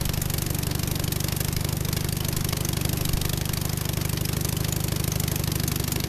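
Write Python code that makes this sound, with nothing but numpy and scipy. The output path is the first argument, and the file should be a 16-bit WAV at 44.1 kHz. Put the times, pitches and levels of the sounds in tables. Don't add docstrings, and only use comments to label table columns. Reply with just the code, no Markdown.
import sys
import numpy as np
from scipy import signal
from scipy.fft import rfft, irfft, next_fast_len
from scipy.io import wavfile
from scipy.ndimage import map_coordinates

SR = 44100
rng = np.random.default_rng(int(sys.argv[2]) if len(sys.argv) > 2 else 0)


def wrap_up_sound(samples):
    columns = np.atleast_2d(samples).T
    tamed = np.clip(columns, -1, 1)
    steps = np.round(tamed * 32767).astype(np.int16)
    wavfile.write(sys.argv[1], SR, steps)


N = 268128

# time_s, speed_rpm
ENGINE_SPEED = [(0, 1475.7), (0.55, 1449.1), (0.8, 1476.0), (1.0, 1450.1), (1.3, 1485.2), (1.6, 1483.0),
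                (1.9, 1511.9), (2.8, 1477.1), (3.0, 1509.5), (3.15, 1479.0), (3.5, 1506.9), (4.1, 1500.3),
                (4.3, 1530.2), (4.45, 1512.4), (4.7, 1530.3), (5.5, 1499.9), (5.75, 1481.3), (6.08, 1498.5)]
# time_s, thump_change_db, spit_change_db
FIRING_STRENGTH = [(0, -0.5, 0.8), (.9, 0, 0.2), (1.4, -0.3, 0), (1.8, 0.5, -2), (2.5, -0.1, 0.6),
                   (3.05, .5, 1), (3.5, -.6, -1), (4.1, 0, 0), (4.7, 0.5, -0.5), (5.2, 0.8, 0.4),
                   (6.08, -1.4, 1)]
USUAL_SPIT_DB = -27.4


def amp(db):
    return 10 ** (np.asarray(db) / 20)


def value_at(points, hz):
    point_hz, values = np.transpose(points)
    return np.interp(np.log(hz + 1), np.log(point_hz + 1), values)


def filtered(sound, gain_at):
    size = next_fast_len(N + 8192)
    return irfft(rfft(sound, size) * gain_at(np.fft.rfftfreq(size, 1 / SR)), size)[:N]


def noise(colour):
    shaped = filtered(rng.standard_normal(N), lambda hz: amp(value_at(colour, hz)))
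    return shaped / np.std(shaped)


def wobble(per_s):
    return map_coordinates(rng.standard_normal(int(N * per_s / SR) + 4), [np.arange(N) * per_s / SR])


def swell(t, swell_s):
    age = t / swell_s
    return (age / 2) ** 2 * np.exp(2 - age)


def blip(t, swell_s, hz):
    return swell(t, swell_s) * np.sin(2 * np.pi * hz * t)


def add(track, start_s, sound):
    part = track[max(round(start_s * SR), 0):][:len(sound)]
    part += sound[:len(part)]


def firings():
    # time_s, spit_db, whistle_hz, whistle_db
    hard_firings = [(.221, -24.5, 7020, -26), (.386, -24, 4500, -31), (1.126, -24.5, 5000, -34),
                    (1.570, -26.5, 4900, -29), (1.932, -24, 6300, -31), (2.290, -25.5, 6250, -25),
                    (2.653, -26, 6240, -24), (3.257, -24.6, 5560, -35), (3.337, -27, 3420, -25),
                    (3.576, -26.5, 4600, -25), (3.698, -29, 5000, -26.5), (4.256, -28.5, 5100, -24),
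                    (4.572, -25.2, 3050, -27), (4.651, -24.5, 5000, -34), (4.729, -25.5, 6870, -21),
                    (5.123, -27.5, 6370, -20), (5.682, -25, 6350, -23.5), (5.925, -24.9, 6890, -27)]
    first_peak_s, second_cylinder_lag = .01606, .5177
    t = np.arange(N) / SR
    cycles = np.cumsum(np.interp(t, *np.transpose(ENGINE_SPEED))) / (120 * SR)
    cycles -= np.interp(first_peak_s, t, cycles)
    count = np.arange(2 * int(cycles[-1]) + 1)
    peak_s = np.interp(count // 2 + count % 2 * second_cylinder_lag, cycles, t)
    luck = rng.standard_normal((len(count), 4)).T
    spit_db = USUAL_SPIT_DB + 0.37 * luck[0] + np.interp(peak_s, *np.transpose(FIRING_STRENGTH)[::2])
    bright_db = 2.63 + 2.7 * luck[1]
    whistle_hz, whistle_db = 4400 * np.exp(0.449 * luck[2]), -37 + 3 * luck[3]
    fired = np.transpose([peak_s, spit_db, bright_db, whistle_hz, whistle_db])
    for time_s, *settings in hard_firings:
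        fired[np.argmin(abs(peak_s - time_s)), [1, 3, 4]] = settings
    return fired


def pipe_thumps(fired):
    # pitch_hz, level_db, swell_s, start_after_peak_s
    pipe_tones = [
        [(64, -28.9, 0.0082, -0.011), (121, -18.7, 0.0043, -0.0064), (194, -31.9, 0.0068, -0.0028),
         (316, -34.5, 0.0038, 0.0019), (344, -27.9, 0.0017, -0.0053), (530, -34.0, 0.001, -0.0024)],
        [(72, -34.2, 0.0075, -0.0087), (118, -20.9, 0.0042, -0.0068), (202, -29.4, 0.0041, -0.0021),
         (300, -27.1, 0.0018, -0.0018), (338, -29.3, 0.003, -0.0057), (429, -43.7, 0.0059, -0.0034)],
    ]
    # time_s, change_db
    throatiness = [(0, -1.5), (.9, 0), (1.8, 0), (2.7, 0.9), (3.6, -0.5), (4.3, 0.5), (5, 1), (5.6, 1.5),
                   (6.08, 2)]
    # pitch_hz, level_db, swell_s, start_after_peak_s, db_per_throat_db
    barks = [(353, -39, 0.0027, 0.01093, 3), (229, -37.5, 0.0029, 0.02278, 0),
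             (1000, -43, .0013, -.005, 2.2)]
    out, t = np.zeros(N), np.arange(SR // 10) / SR
    chance = rng.standard_normal((len(fired), 7))
    for k, (peak_s, spit_db, *_) in enumerate(fired):
        cylinder, luck = k % 2, chance[k]
        throat_db = np.interp(peak_s, *np.transpose(throatiness))
        push_db = np.interp(peak_s, *np.transpose(FIRING_STRENGTH)[:2]) + 0.45 * luck[0]
        push_db += 0.084 * (spit_db - USUAL_SPIT_DB)
        for tone, (hz, db, swell_s, offset_s) in enumerate(pipe_tones[cylinder]):
            upper_db = throat_db + 1.4 * luck[1 + tone] if tone > 2 else 0
            add(out, peak_s + offset_s, -amp(db + push_db + upper_db) * blip(t, swell_s, hz))
        if cylinder == 0:
            for hz, db, swell_s, offset_s, follows in barks:
                gain = amp(db + follows * throat_db + 1.5 * luck[1])
                add(out, peak_s + offset_s, gain * blip(t, swell_s, hz))
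    return out


def gas_spits(fired):
    # before_peak_s, rise_s, fall_s, tail_db, tail_fade_60db_s, intake_db
    spit_shapes = [(0.0037, 0.0014, 0.0032, -2, 0.054, -13), (0.0026, 0.0019, 0.0023, -3, 0.062, -32)]
    # frequency_hz, relative_db
    dull_hiss = [(250, -57), (500, 3), (1000, 1.5), (1400, -1), (2500, 1.5), (4500, 2.5), (5500, 2),
                 (7000, -7.5), (9000, -43)]
    bright_hiss = [(3500, -60), (5000, -5), (6500, 4.5), (8000, 4), (10000, 4.5), (13000, 7.5),
                   (16000, -2.5)]
    thin_below_hz = [300, 1460]
    # ripple_spacing_hz (1 / delay), level_db, fades_above_hz
    ground_bounces = [(563, -2, 6500), (632, -1.5, 11000)]
    out, t = np.zeros(N), np.arange(-SR // 100, SR // 12) / SR
    chance = rng.standard_normal((len(fired), 3))
    for cylinder, (lead_s, rise_s, fall_s, tail_db, fade_s, intake_db) in enumerate(spit_shapes):
        jets, tails = np.zeros((2, N)), np.zeros((2, N))
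        for (peak_s, db, bright_db, *_), luck in zip(fired[cylinder::2], chance[cylinder::2]):
            width_s = np.where(t < 0, rise_s, fall_s * np.exp(0.35 * luck[1]))
            jet = np.exp(-.5 * (t / width_s) ** 2)
            tail = np.where(t < 0, jet, amp(-60 * t / fade_s)) * amp(tail_db + luck[2])
            tail += amp(intake_db) * np.exp(-.5 * ((t - .031) / 0.0024) ** 2)
            start_s = peak_s - lead_s + t[0]
            for band, sign in enumerate((-1, 1)):
                gain = amp(db - 3 + sign * bright_db / 2)
                add(jets[band], start_s + 0.00043 * luck[0], gain * jet)
                add(tails[band], start_s, gain * tail)
        ragged = amp(3.5 * wobble(1500))
        direct = ragged * (jets[0] * noise(dull_hiss) + jets[1] * noise(bright_hiss))
        direct = filtered(direct, lambda hz: hz ** 2 / (hz ** 2 + thin_below_hz[cylinder] ** 2))
        ripple_hz, bounce_db, fade_hz = ground_bounces[cylinder]
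        echo = filtered(direct, lambda hz: np.exp(-2j * np.pi * hz / ripple_hz) / (1 + (hz / fade_hz) ** 4))
        out += direct + amp(bounce_db) * echo
        out += tails[0] * noise(dull_hiss) + tails[1] * noise(bright_hiss)
    return out


def jet_whistles(fired):
    out, t = np.zeros(N), np.arange(SR // 50) / SR
    for peak_s, _, _, hz, db in fired:
        add(out, peak_s - .006, amp(db) * blip(t, swell_s=.0012, hz=hz))
    return out


def barn_echoes(thumps, treble):
    # delay_s, level_db
    walls = [(.0124, -6.5), (.0199, -20), (.0253, -14.5)]
    # frequency_hz, fade_60db_s
    yard_fade = [(100, 0.45), (1000, .25), (5000, 0.61), (14000, 0.055)]
    echoes = np.zeros(N)
    for delay_s, db in walls:
        add(echoes, delay_s, amp(db) * thumps)
    hz, t, spectrum = signal.stft(rng.standard_normal(SR // 3), SR, nperseg=256)
    fade = amp(-60 * t / value_at(yard_fade, hz)[:, None])
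    tail = signal.istft(spectrum * fade, SR, nperseg=256)[1]
    return echoes + amp(-20.5) * signal.fftconvolve(treble, tail / np.linalg.norm(tail))[:N]


def stand_ring(fired):
    # pitch_hz, level_db, fade_60db_s
    frame_tones = [(247.7, -59, 0.26), (302, -56, 0.18), (371, -45, 0.15), (716, -49.5, 0.19),
                   (1068, -54, 0.05)]
    out, t = np.zeros(N), np.arange(SR // 2) / SR
    kicks = np.zeros(N)
    kicks[np.round(fired[:, 0] * SR).astype(int)] = 1
    soft_start = 1 - np.exp(-t / 0.0033)
    for hz, db, fade_s in frame_tones:
        ring = amp(db - 60 * t / fade_s) * soft_start * np.sin(2 * np.pi * hz * t)
        out += signal.fftconvolve(kicks * amp(4.0 * wobble(2.79)), ring)[:N]
    return out


def valve_rattle():
    # frequency_hz, relative_db
    tick_colour = [(800, -26), (1700, 6), (4000, -4.5), (6200, 3), (8000, -25), (12000, 3), (15000, -9.5)]
    ticks_per_s, fade_60db_s = 300, 0.012
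    ticks = (rng.random(N) < ticks_per_s / SR) * amp(1.7 * rng.standard_normal(N))
    fade = amp(-60 * np.arange(SR // 100) / SR / fade_60db_s)
    buzz = signal.fftconvolve(ticks, fade)[:N] * noise(tick_colour)
    return amp(-47) * buzz / np.std(buzz)


def propeller_throb():
    # start_s, length_s, waves_per_turn, level_db
    hums = [(0.302, 0.88, 12, -41), (2.75, 0.57, 12, -42), (5.55, 0.505, 10, -39.5)]
    t, fade_s = np.arange(N) / SR, 0.11
    turns = np.cumsum(np.interp(t, *np.transpose(ENGINE_SPEED))) / (60 * SR)
    out = -amp(-47 + wobble(3)) * np.sin(2 * np.pi * turns)
    for start_s, length_s, waves_per_turn, db in hums:
        fade = np.clip(np.minimum(t - start_s, start_s + length_s - t) / fade_s, 0, 1)
        out += amp(db + 1.8 * wobble(7.4)) * fade * np.sin(2 * np.pi * waves_per_turn * turns)
    return out


def wind():
    # time_s, level_db
    gusts = [(0, -33), (.15, -41), (.32, -37), (.76, -47), (.9, -37), (1.0, -46), (1.09, -38), (1.2, -55),
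             (1.55, -33), (1.75, -49), (2.17, -37), (2.42, -35), (2.9, -46), (3.15, -33), (3.35, -37),
             (3.9, -49), (4.3, -58), (6.08, -52)]
    # frequency_hz, relative_db
    rumble_colour = [(1, -40), (7, 2), (15, 7), (28, -2), (45, -6), (90, -7), (200, -50)]
    # start_s, level_db, pitch_hz
    slaps = [(0.06, -20, 27.8), (3.135, -15, 24)]
    gust_db = np.interp(np.arange(N) / SR, *np.transpose(gusts)) + 3 * wobble(7.1) + 1.8 * wobble(36)
    out = amp(gust_db) * noise(rumble_colour)
    t = np.arange(SR // 8) / SR
    for start_s, db, hz in slaps:
        add(out, start_s, -amp(db) * swell(t, 0.0036) * np.cos(2 * np.pi * hz * t))
    return out


def propeller_churn():
    # frequency_hz, relative_db
    rush_colour = [(10, -45), (40, -18), (100, -7.5), (200, 4), (222, 2), (245, -1.5), (275, -2.5),
                   (310, 1), (400, -2), (800, -3), (1500, -9.5), (4000, -15.5), (8000, -22.5),
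                   (15000, -17.5)]
    return amp(-40 + 1.44 * wobble(40)) * noise(rush_colour)


def scene():
    fired = firings()
    thumps = pipe_thumps(fired)
    treble = gas_spits(fired) + jet_whistles(fired)
    engine = thumps + treble + barn_echoes(thumps, treble) + stand_ring(fired) + valve_rattle()
    return (engine + propeller_throb() + wind() + propeller_churn())[None]


def record(dry):
    # frequency_hz, gain_db
    mic_treble = [(13800, 0), (14050, -15), (14900, -28)]
    bass_cut_hz, top_hz = 5, 15260

    def mic_gain(hz):
        bass_cut = 1j * hz / (bass_cut_hz + 1j * hz)
        return bass_cut * amp(value_at(mic_treble, hz)) * (hz < top_hz)

    return filtered(dry[0], mic_gain)[None]


dry = scene()
out = record(dry)
wrap_up_sound(out)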